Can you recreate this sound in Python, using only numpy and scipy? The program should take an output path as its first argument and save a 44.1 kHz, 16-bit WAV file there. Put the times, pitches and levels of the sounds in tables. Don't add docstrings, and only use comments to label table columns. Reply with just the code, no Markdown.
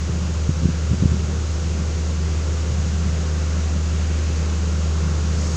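import sys
import numpy as np
from scipy import signal
from scipy.fft import rfft, irfft, next_fast_len
from scipy.io import wavfile
from scipy.ndimage import uniform_filter1d

SR = 44100
rng = np.random.default_rng(int(sys.argv[2]) if len(sys.argv) > 2 else 0)


def store_wav(level_fs):
    pcm = np.round(np.clip(np.atleast_2d(level_fs), -1, 1) * 32767)
    wavfile.write(sys.argv[1], SR, pcm.T.astype(np.int16))


N = 245195
T = np.arange(N) / SR

START_M, SPEED_M_S = 24.3, .9
FIRING_HZ, HUNT_HZ, HUNT_PER_S = 77.5, .12, 1.5
FAN_PER_CRANK = 4 / 3
HUM_DB, ROAR_DB, BOOM_DB, HISS_DB = -22, -35.5, -34, -41
KNOCK_DB, OVERTONE_DB = -1.5, -20
DRUM_HZ, DRUM_DB = 22.5, -20
BOOM_GROWS_DB_S = 0.37
SWELLS_DB, SWELLS_PER_S = 1.5, 6
HISS_FOLLOWS = 0.69
BRIGHT_S, BRIGHT_RISE_S, BRIGHT_DB = 5.24, .22, -39.5
POP_CYCLES, POP_CYCLES_PER_DB = .4, .02
TOP_HZ = 15500


def undb(db):
    return 10 ** (np.asarray(db) / 20)


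def level_over_time(table):
    seconds, db = np.transpose(table)
    return undb(np.interp(T, seconds, db))


def walk(rate):
    hold = int(SR / rate)
    steps = np.repeat(rng.standard_normal(N // hold + 1), hold)
    slewed = uniform_filter1d(uniform_filter1d(steps, hold), hold)
    return 1.5 * slewed[:N]


def noise(spectrum, flicker_db, rate):
    size = next_fast_len(N)
    octave = np.log2(np.arange(1, size // 2 + 2) * SR / size)
    hz, db = np.transpose(spectrum)
    colour = undb(np.interp(octave, np.log2(hz), db, left=-90, right=-90))
    shaped = rfft(rng.standard_normal(size)) * colour
    out = 0
    for centre in np.arange(np.log2(hz[0]), np.log2(hz[-1]) + .5, .5):
        band = np.clip(1 - 2 * np.abs(octave - centre), 0, 1)
        out = out + irfft(shaped * band, size)[:N] * undb(flicker_db * walk(rate))
    return out / out.std()


def tones(turns, orders, waver_db, rate):
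    out = 0
    for order, db in orders:
        level = np.sqrt(2) * undb(db + waver_db * walk(rate))
        out = out + level * np.sin(2 * np.pi * (order * turns + rng.random()))
    return out


def closing_db():
    return 20 * np.log10(START_M / (START_M - SPEED_M_S * T))


def wind_rumble():
    # time in seconds, rumble level in dB.
    gusts = [(0, -31), (.3, -35), (.6, -33), (.8, -38), (1.1, -29.5), (1.7, -33.5), (2.1, -35.5),
             (2.7, -34.5), (3.2, -32), (3.5, -44.5), (4.2, -34.5), (4.6, -41), (5.1, -42), (5.4, -32),
             (5.56, -34)]
    # frequency in Hz, relative level in dB per Hz.
    rumble_colour = [(25, -21.5), (40, -20.5), (65, -3), (110, 4), (170, -6), (260, -14), (400, -17.5),
                     (700, -30.5)]
    return level_over_time(gusts) * noise(rumble_colour, flicker_db=1.8, rate=18)


def wind_pops():
    # time of the middle in seconds, level in dB, pitch in Hz.
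    eddies = [(.097, -14, 110), (.494, -5, 115), (.507, -13, 100), (.622, -16, 130), (.634, -11, 125),
              (.646, -17, 200), (.657, -4, 140), (.689, -10, 170), (.701, -14, 130), (.9, -18, 110),
              (.916, -10, 115), (.934, -11, 150), (.944, -15, 190), (.987, -15, 110), (1.026, -5, 125),
              (1.037, -7, 170), (1.058, -3, 125), (1.12, -14, 110), (1.145, -16, 190), (2.715, -17, 110),
              (2.8, -20, 120), (3.068, -18, 100), (4.303, -17, 130)]
    edge = .13, .06
    out = np.zeros(N)
    for s, db, hz in eddies:
        span = slice(int((s - .05) * SR), int((s + .05) * SR))
        age = T[span] - s
        half_length = POP_CYCLES - POP_CYCLES_PER_DB * db
        swing = np.exp(-np.abs(hz * age / half_length) ** 1.5)
        turn = 2 * np.pi * hz * age
        wave = np.sin(turn) + edge[0] * np.sin(2 * turn) + edge[1] * np.sin(3 * turn)
        out[span] += undb(db) * swing * wave
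    return out


def steady_hiss():
    # frequency in Hz, relative level in dB per Hz.
    hiss_colour = [(2500, -7), (4500, -5.5), (5600, -1.5), (6800, 0.5), (7300, -4), (7900, -10),
                   (8400, -19.5), (10000, -28), (12500, -39), (16000, -35)]
    level = undb(HISS_DB + HISS_FOLLOWS * closing_db())
    return level * noise(hiss_colour, flicker_db=.03, rate=7.4)


def brighter_hiss():
    # frequency in Hz, relative level in dB per Hz.
    bright_colour = [(3500, -13), (5000, -3), (5800, -2), (6600, 0), (7800, -9), (9500, -27.5),
                     (13000, -37)]
    rise = np.clip((T - BRIGHT_S) / BRIGHT_RISE_S, 0, 1)
    return undb(BRIGHT_DB) * rise * noise(bright_colour, flicker_db=.6, rate=15)


def roar():
    # frequency in Hz, relative level in dB per Hz.
    roar_colour = [(24, -15), (45, -14), (120, 1.5), (240, -6), (360, 0), (430, -3), (490, -5), (620, -9),
                   (950, -13.5), (1300, -10.5), (1600, -13), (1700, -15), (2800, -17), (3300, -22),
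                   (5000, -21)]
    return undb(ROAR_DB) * noise(roar_colour, flicker_db=.7, rate=8)


def boom():
    # frequency in Hz, relative level in dB per Hz.
    boom_colour = [(115, -20), (140, -7), (160, -1), (180, 0), (200, -5), (230, -18)]
    level = undb(BOOM_DB + BOOM_GROWS_DB_S * T + SWELLS_DB * walk(SWELLS_PER_S))
    return level * noise(boom_colour, flicker_db=1, rate=10)


def drum_shake():
    turns = DRUM_HZ * T + .03 * walk(1.5)
    return undb(HUM_DB) * tones(turns, [(1, DRUM_DB)], waver_db=.6, rate=2.5)


def blade_tone(fan_turns):
    # time in seconds, level in dB.
    blade_levels = [(0, -51), (2.3, -49.5), (2.5, -45.5), (4.7, -49), (5.56, -46.5)]
    return level_over_time(blade_levels) * tones(fan_turns, [(10, 0)], waver_db=1, rate=5)


def fan_and_pumps(fan_turns):
    # cycles per fan turn, level in dB against the hum.
    fan_orders = [(1, -33), (5, -28), (11.49, -36), (16.82, -40), (26.45, -37), (49.37, -46), (53.93, -45)]
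    return undb(HUM_DB) * tones(fan_turns, fan_orders, waver_db=2, rate=2)


def engine(crank):
    # cycles per crankshaft turn, level in dB ahead of the knock trim.
    knock_orders = [(6, -34), (10, -34), (12, -33), (20, -41), (24, -37), (25, -41), (26, -36), (28, -33),
                    (29, -44), (30, -36), (34, -43), (36, -39), (38, -43), (40, -43)]
    hum = tones(crank, [(2, 0)], waver_db=0.33, rate=2.95)
    overtone = tones(crank, [(4, OVERTONE_DB)], waver_db=2, rate=3)
    knock = undb(KNOCK_DB) * tones(crank, knock_orders, waver_db=2, rate=4)
    return undb(HUM_DB) * (hum + overtone + knock)


def roller():
    firing_hz = FIRING_HZ + HUNT_HZ * walk(HUNT_PER_S)
    crank = np.cumsum(firing_hz / 2) / SR
    fan_turns = FAN_PER_CRANK * crank
    nearing = engine(crank) + fan_and_pumps(fan_turns) + roar() + boom()
    return undb(closing_db()) * nearing + drum_shake() + blade_tone(fan_turns)


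def scene():
    return (wind_rumble() + wind_pops() + steady_hiss() + brighter_hiss() + roller())[None]


def record(dry):
    return signal.sosfilt(signal.ellip(16, .2, 70, TOP_HZ, fs=SR, output="sos"), dry)


dry = scene()
out = record(dry)
store_wav(out)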